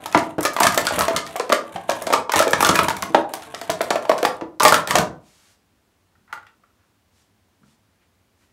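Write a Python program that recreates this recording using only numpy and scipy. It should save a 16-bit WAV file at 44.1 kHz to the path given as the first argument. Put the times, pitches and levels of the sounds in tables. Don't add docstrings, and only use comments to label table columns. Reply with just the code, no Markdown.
import sys
import numpy as np
from scipy import signal
from scipy.fft import rfft, irfft, next_fast_len
from scipy.io import wavfile

SR = 44100
rng = np.random.default_rng(int(sys.argv[2]) if len(sys.argv) > 2 else 0)


def unload_wav(signal):
    wavfile.write(
        sys.argv[1],
        SR,
        np.round(np.clip(np.atleast_2d(signal).T, -1, 1) * 32767).astype(np.int16),
    )


N = 375776

# frequency in Hz, relative level in dB, T60 in seconds.
CUP_MODES = [(658, -0.5, 0.064), (932, 0, 0.047), (1110.3, -4.5, 0.059), (1310, -7, 0.03),
             (1707, -10, 0.028), (2210, -10, 0.015), (3218, -9.5, 0.004)]
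# frequency in Hz, relative level in dB, T60 in seconds.
TABLE_MODES = [(94.86, -9, 0.083), (190, -3, 0.07), (270, -9, 0.061), (321, -0.5, 0.15), (460, 0.5, 0.049)]
SCATTER_DB = 3


def undb(db):
    return 10 ** (np.asarray(db) / 20)


def band(x, lo_hz, hi_hz):
    edges_hz = [lo_hz, min(hi_hz, .45 * SR)]
    return signal.sosfilt(signal.butter(2, edges_hz, "bandpass", fs=SR, output="sos"), x)


def highpass(x, hz):
    return signal.sosfilt(signal.butter(4, hz, "highpass", fs=SR, output="sos"), x)


def unit(x):
    return x / np.sqrt(np.mean(x ** 2))


def unit_peak(x):
    return x / np.abs(x).max()


def fall(t, t60):
    return np.exp(-np.log(1000) * t / t60)


def add(out, s, sound):
    i = int(s * SR)
    out[i:i + len(sound)] += sound[:N - i]


def swells(table, rise_s, t60_s):
    t = np.arange(N) / SR
    total = 0
    for s, length, db in table:
        rise = np.clip(1 + (t - s) / rise_s, 0, 1) ** 2
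        total = total + undb(db) * rise * fall(np.maximum(t - s - length, 0), t60_s)
    return total


def near_pitch(modes, favoured_hz, db_per_oct=11.5):
    return [(hz, db - db_per_oct * abs(np.log2(hz / favoured_hz)), t60) for hz, db, t60 in modes]


def ring(modes, push_s, chatter_s, scatter_db=0, detune=0):
    blow_db = 10.5
    t = np.arange(SR // 6) / SR
    chance = rng.standard_normal((len(modes), 2))
    body = np.zeros(len(t))
    for (hz, db, t60), (a, b) in zip(modes, chance):
        tone = np.sin(2 * np.pi * hz * (1 + detune * b) * t)
        body += undb(db + scatter_db * a) * tone * fall(t, t60)
    chatter = rng.standard_normal(SR // 16) * fall(t[:SR // 16], chatter_s)
    chatter[0] += undb(blow_db)
    force = np.convolve(chatter, np.hanning(int(push_s * SR) + 3))
    return unit_peak(signal.fftconvolve(body, force))


def blur(lo_hz, hi_hz, t60_s):
    t = np.arange(SR // 5) / SR
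    return unit_peak(band(rng.standard_normal(len(t)) * fall(t, t60_s), lo_hz, hi_hz))


def crack(top_db):
    t = np.arange(SR // 10) / SR
    hits = rng.random(len(t)) < 300 / SR
    rebounds = np.convolve(hits, fall(t[:SR // 100], .008))[:len(t)]
    envelope = fall(t, 0.0091) + undb(-11.5) * (0.18 + rebounds) * fall(t, 0.12)
    onset = np.clip(t / 0.00074, 0, 1)
    burst = rng.standard_normal(len(t)) * envelope * onset
    return unit_peak(band(burst, 1100, 7400) + undb(top_db) * band(burst, 4600, 13500))


def slips(rate, spread_db):
    size_db = spread_db * np.minimum(rng.exponential(size=N), 3)
    return (rng.random(N) < rate / SR) * undb(size_db) * np.sign(rng.standard_normal(N))


def quiet():
    # frequency in Hz, relative level in dB per Hz.
    spectrum = [(24, -32), (40, -9), (101, 3.5), (126, -10), (197, -4), (472, -12.5), (949, -14.5),
                (15500, -31)]
    level_db = -64
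    size = next_fast_len(N)
    hz, db = np.transpose(spectrum)
    bins_hz = np.arange(size // 2 + 1) * SR / size
    colour = undb(np.interp(np.log(bins_hz + 1), np.log(hz), db))
    noise = irfft(rfft(rng.standard_normal(size)) * colour, size)[:N]
    return undb(level_db) * unit(noise)


def rustles():
    # start in seconds, length in seconds, level in dB.
    rubs = [(5.27, 0.25, -60), (7.17, .05, -66), (7.68, 0.05, -67), (8.41, .04, -70)]
    return swells(rubs, rise_s=0.098, t60_s=0.22) * unit(band(rng.standard_normal(N), 570, 8600))


def steps():
    # start in seconds, level in dB.
    footfalls = [(6.154, -65.5), (7.601, -58.5)]
    out = np.zeros(N)
    t = np.arange(SR // 4) / SR
    pulse = t / .025 * np.exp(1 - t / .025)
    for s, db in footfalls:
        add(out, s, undb(db) * unit(band(rng.standard_normal(len(t)), 110, 260)) * pulse)
    return out


def box_scuffs():
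    # start in seconds, length in seconds, level in dB, centre in Hz.
    scuffs = [(6.301, 0.028, -54, 1350), (6.789, 0.062, -71.5, 1507), (8.018, 0.024, -70, 2290),
              (8.421, 0.018, -67, 2025)]
    out = np.zeros(N)
    for *row, hz in scuffs:
        noise = unit(band(rng.standard_normal(N), hz / 1.5, hz * 1.24))
        out += swells([row], rise_s=0.036, t60_s=0.065) * noise
    return out


def box_taps():
    # start in seconds, level in dB, favoured pitch in Hz.
    taps = [(6.152, -51.5, 1610), (6.278, -48, 1420), (6.327, -16, 1340), (6.376, -31.5, 1920),
            (6.428, -38.5, 1306), (6.467, -35, 2290), (6.636, -45.5, 1420), (7.632, -50, 1000)]
    # frequency in Hz, relative level in dB, T60 in seconds.
    box_modes = [(941, -1, 0.028), (1257, 4, 0.022), (1400, 14.5, 0.02), (1895, 4.5, 0.025),
                 (2187, -6.5, 0.011), (2707, -4, 0.013), (3304, -17, 0.01)]
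    crack_db, rattle_db = -16.5, -12
    out = np.zeros(N)
    for s, db, hz in taps:
        rung = ring(near_pitch(box_modes, hz), push_s=.00012, chatter_s=0.03, detune=.02)
        add(out, s, undb(db) * highpass(rung, 630))
        add(out, s, undb(db + crack_db) * crack(top_db=-8))
        add(out, s, undb(db + rattle_db) * blur(0.59 * hz, 1.5 * hz, 0.1))
    return out


def shaken(rattle, modes, detune):
    response = ring(modes, push_s=.0001, chatter_s=0.00042, detune=detune)
    return unit(signal.oaconvolve(rattle, response)[:N])


def scrape():
    # start in seconds, length in seconds, level in dB.
    slides = [(0.0, 0.31, -48), (0.619, 0.037, -27.5), (0.735, 0.12, -39), (0.924, 0.13, -33.5),
              (1.133, 0.046, -32.5), (1.256, 0.09, -46), (1.444, 0.52, -52), (1.895, 0.31, -45.5),
              (2.358, 0.024, -24.5), (2.583, 0.27, -34), (2.92, 0.29, -50), (3.294, 0.54, -51),
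              (3.845, 0.52, -50.5), (4.626, 0.17, -33), (4.889, 0.14, -33)]
    tunings, table_db, cup_db = 5, -2.5, 5.0
    t = np.arange(SR // 20) / SR
    gate = signal.fftconvolve(np.abs(slips(rate=310, spread_db=5.0)), fall(t, 0.022))[:N]
    hiss = gate * rng.standard_normal(N)
    hiss = band(hiss, 1400, 3900) + 0.45 * band(hiss, 4500, 11000)
    rattle = slips(rate=490, spread_db=3.5)
    shared = unit(hiss) + undb(table_db) * shaken(rattle, TABLE_MODES, detune=0)
    out = np.zeros(N)
    for k in range(tunings):
        wall = shaken(rattle, CUP_MODES, detune=0.094)
        envelope = swells(slides[k::tunings], rise_s=0.01, t60_s=0.053)
        out += envelope * (shared + undb(cup_db) * wall)
    return out


def thumps():
    # start in seconds, level in dB, favoured pitch in Hz.
    blows = [(0.154, -9, 329), (0.382, -10.5, 420), (0.667, -16.5, 153.7), (0.975, -19.5, 196),
             (1.521, -21, 252), (1.752, -23.5, 197.7), (2.535, -18, 249.7), (2.693, -8, 176),
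             (2.882, -18.5, 183.8), (3.028, -23.5, 187.7), (3.103, -23, 331.4), (3.145, -14.5, 322.5),
             (3.695, -18, 325.4), (4.42, -17.5, 327.2), (4.723, -19, 206.6), (4.959, -15, 252.5),
             (4.99, -9.5, 213.5), (6.336, -44, 323)]
    thud_db, thud_t60_s = -5.5, .1
    out = np.zeros(N)
    for s, db, hz in blows:
        modes = near_pitch(TABLE_MODES, hz, db_per_oct=10.5)
        add(out, s, undb(db) * ring(modes, push_s=0.00083, chatter_s=0.0074, detune=0.01))
        add(out, s, undb(db + thud_db) * blur(.55 * hz, 2.4 * hz, thud_t60_s))
    return out


def knocks():
    # start in seconds, level in dB, pitch of the trapped air in Hz.
    landings = [(0.0587, -19, 940), (0.148, 6.5, 925), (0.1772, -9.5, 954), (0.3875, -8, 448),
                (0.452, -5, 601), (0.5654, -7.5, 1195), (0.5877, -9, 974), (0.6052, 0.5, 929),
                (0.621, -7, 1020), (0.6484, -4.5, 670), (0.6681, -1.5, 1680), (0.776, -3, 744),
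                (0.9087, -10.5, 845), (0.984, -5.5, 673), (1.0085, -4.5, 995), (1.0823, -2, 678),
                (1.1092, -8.5, 666), (1.3577, -11, 743), (1.4, -7, 488), (1.5, -5, 660),
                (1.522, -0.5, 1185), (1.5283, -1.5, 563), (1.76, -14, 790), (1.8932, -4, 686),
                (2.0184, -15.5, 660), (2.0712, -7.5, 720), (2.104, -3, 548), (2.127, -2.5, 1127),
                (2.1377, 3, 1198), (2.2957, -8, 1070), (2.3373, -4.5, 870), (2.36, -8, 790),
                (2.3853, -7.5, 1020), (2.4029, -2, 610), (2.423, -8.5, 1570), (2.471, -5.5, 520),
                (2.482, -12, 487), (2.5339, 2, 1810), (2.6074, 0, 1056), (2.6292, 0.5, 1137),
                (2.6671, -6, 1430), (2.692, 0, 1164), (2.7556, -1.5, 1720), (2.7913, 3, 1374),
                (2.8836, -6, 916), (2.9049, -9, 927), (3.029, -11.5, 1110), (3.147, 4.5, 813),
                (3.3386, -16, 787), (3.5418, -19, 720), (3.616, -19, 674), (3.6965, -7, 674),
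                (3.8084, -3, 667), (3.9074, 0.5, 738), (3.9576, -4, 625), (4.053, -15.5, 960),
                (4.0957, 2.5, 648), (4.1162, -3.5, 1010), (4.23, -5, 510), (4.251, 2, 1194),
                (4.412, -16.5, 900), (4.606, -1, 1030), (4.632, -2.5, 940), (4.6512, 5, 873),
                (4.7245, 4, 1420), (4.8767, -18.5, 827), (4.9086, -6.5, 1830), (4.955, 0.5, 724),
                (4.981, -7.5, 640)]
    air_db, wall_db = -4, -10
    body_db, body_t60_s = -10, 0.044
    out = np.zeros(N)
    for s, db, air_hz in landings:
        start = s - .001
        air = [(air_hz, 0, 20 / air_hz),
               (.98 * air_hz, -13, .075),
               (1.5 * air_hz, -12, 12 / air_hz)]
        wall = ring(near_pitch(CUP_MODES, air_hz), push_s=.0002, chatter_s=0.047,
                    scatter_db=SCATTER_DB, detune=.04)
        add(out, start, undb(db + air_db) * ring(air, push_s=0.00031, chatter_s=0.0079))
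        add(out, start, undb(db + body_db) * blur(0.28 * air_hz, 3 * air_hz, body_t60_s))
        add(out, start, undb(db + wall_db) * wall)
    return out


def clicks():
    # start in seconds, level in dB, gain of the top treble band in dB.
    contacts = [(0.0594, -17, -6), (0.126, -18.5, -13), (0.175, -10, -33), (0.383, -32, 14),
                (0.408, -16, 3), (0.4299, -14, 12), (0.4515, -3.5, -15), (0.5348, -23.5, 24),
                (0.5648, -13.5, -8), (0.6025, -6, 22), (0.6317, -2.5, -22), (0.6687, -0.5, -19),
                (0.7227, -17, 10), (0.745, -12.5, 23), (0.7768, -2.5, -7), (0.853, -16, -5),
                (0.8688, -4, -26), (0.9913, -7.5, 10), (1.0088, -8.5, -15), (1.0821, -10.5, -11),
                (1.1632, -6.5, -46.5), (1.2653, -22.5, -26), (1.3624, -16, -4.5), (1.3972, -14.5, -29),
                (1.4944, -18, -18.5), (1.5256, -5, -18), (1.7618, -29, -27), (1.8967, -9.5, -12),
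                (1.9178, -18, -20), (2.022, -20, 4.5), (2.068, -17.5, -26), (2.1023, -21, -22.5),
                (2.129, -16.5, 27.5), (2.1351, -7.5, -34), (2.3195, -9.5, -8.5), (2.337, -5.5, -9),
                (2.359, -5, -24), (2.3911, -1.5, -12), (2.4257, -6, -16), (2.479, -11.5, -10),
                (2.508, -17, 10), (2.532, -7.5, -24), (2.606, -11.5, 14), (2.6254, -8, 7), (2.648, -2, -20),
                (2.6687, -8, 1), (2.6905, -0.5, -26), (2.7571, -8, -7), (2.7887, -13.5, -3),
                (2.833, -15, 12), (2.885, -9, -10.5), (2.903, -18.5, -35), (2.967, -19, -6),
                (3.0236, -11.5, -7), (3.147, -30, -35), (3.337, -15.5, -3), (3.4225, -26.5, -21),
                (3.5463, -17, -39), (3.614, -21, -12), (3.7003, -11.5, -14), (3.8149, -15.5, -4),
                (3.9048, -11, -40.5), (3.957, -21, -18), (4.025, -28, -19), (4.054, -34, -16),
                (4.0942, -15.5, -10), (4.1182, -27, -7), (4.18, -19.5, -21), (4.2294, -12.5, -11),
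                (4.2532, -12, -5), (4.259, -22, -1), (4.5991, -10.5, -14), (4.622, -9.5, -11),
                (4.632, -4.5, 16), (4.6512, 6.5, -18), (4.6818, -2, -10.5), (4.7232, -4.5, -6),
                (4.7427, 0.5, -15), (4.874, -13.5, -9), (4.9087, -6, -13), (4.9549, -1.5, -23),
                (4.985, -5, -7), ]
    ring_db = -7
    out = np.zeros(N)
    for s, db, top_db in contacts:
        wall = ring(CUP_MODES[3:], push_s=.0001, chatter_s=0.089, scatter_db=SCATTER_DB, detune=0.082)
        add(out, s - .0004, undb(db) * crack(top_db))
        add(out, s, undb(db + ring_db) * wall)
    return out


def room(x):
    # frequency in Hz, T60 in seconds.
    decay = [(100, 0.52), (700, 0.38), (2000, 0.24), (5000, 0.24), (13000, 0.12)]
    tail_db, spans = -9, 16
    t = np.arange(SR // 2) / SR
    hz, t60 = np.transpose(decay)
    tails = 0
    for f in 50 * np.sqrt(2) ** np.arange(17):
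        noise = band(rng.standard_normal((spans, len(t))), f, f * np.sqrt(2))
        tails = tails + noise * fall(t, np.interp(np.log(f), np.log(hz), t60))
    tails = tails * np.clip((t - .002) / 0.015, 0, 1)
    out, step = x.copy(), N // spans + 1
    for k, tail in enumerate(tails):
        tail = tail / np.sqrt(np.sum(tail ** 2))
        echo = signal.fftconvolve(x[k * step:(k + 1) * step], tail)
        add(out, k * step / SR, undb(tail_db) * echo)
    return out


def scene():
    handling = rustles() + steps() + box_scuffs() + box_taps()
    cups = highpass(knocks() + clicks(), 230)
    near = highpass(handling + scrape() + thumps() + cups, 75)
    return (room(near) + quiet())[None]


def record(dry):
    top_hz = 15720
    x = dry / (1 + np.abs(dry) ** 6) ** (1 / 6)
    x = signal.sosfilt(signal.butter(1, 30, "highpass", fs=SR, output="sos"), x)
    return signal.sosfilt(signal.ellip(10, .2, 70, top_hz, fs=SR, output="sos"), x)


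dry = scene()
out = record(dry)
unload_wav(out)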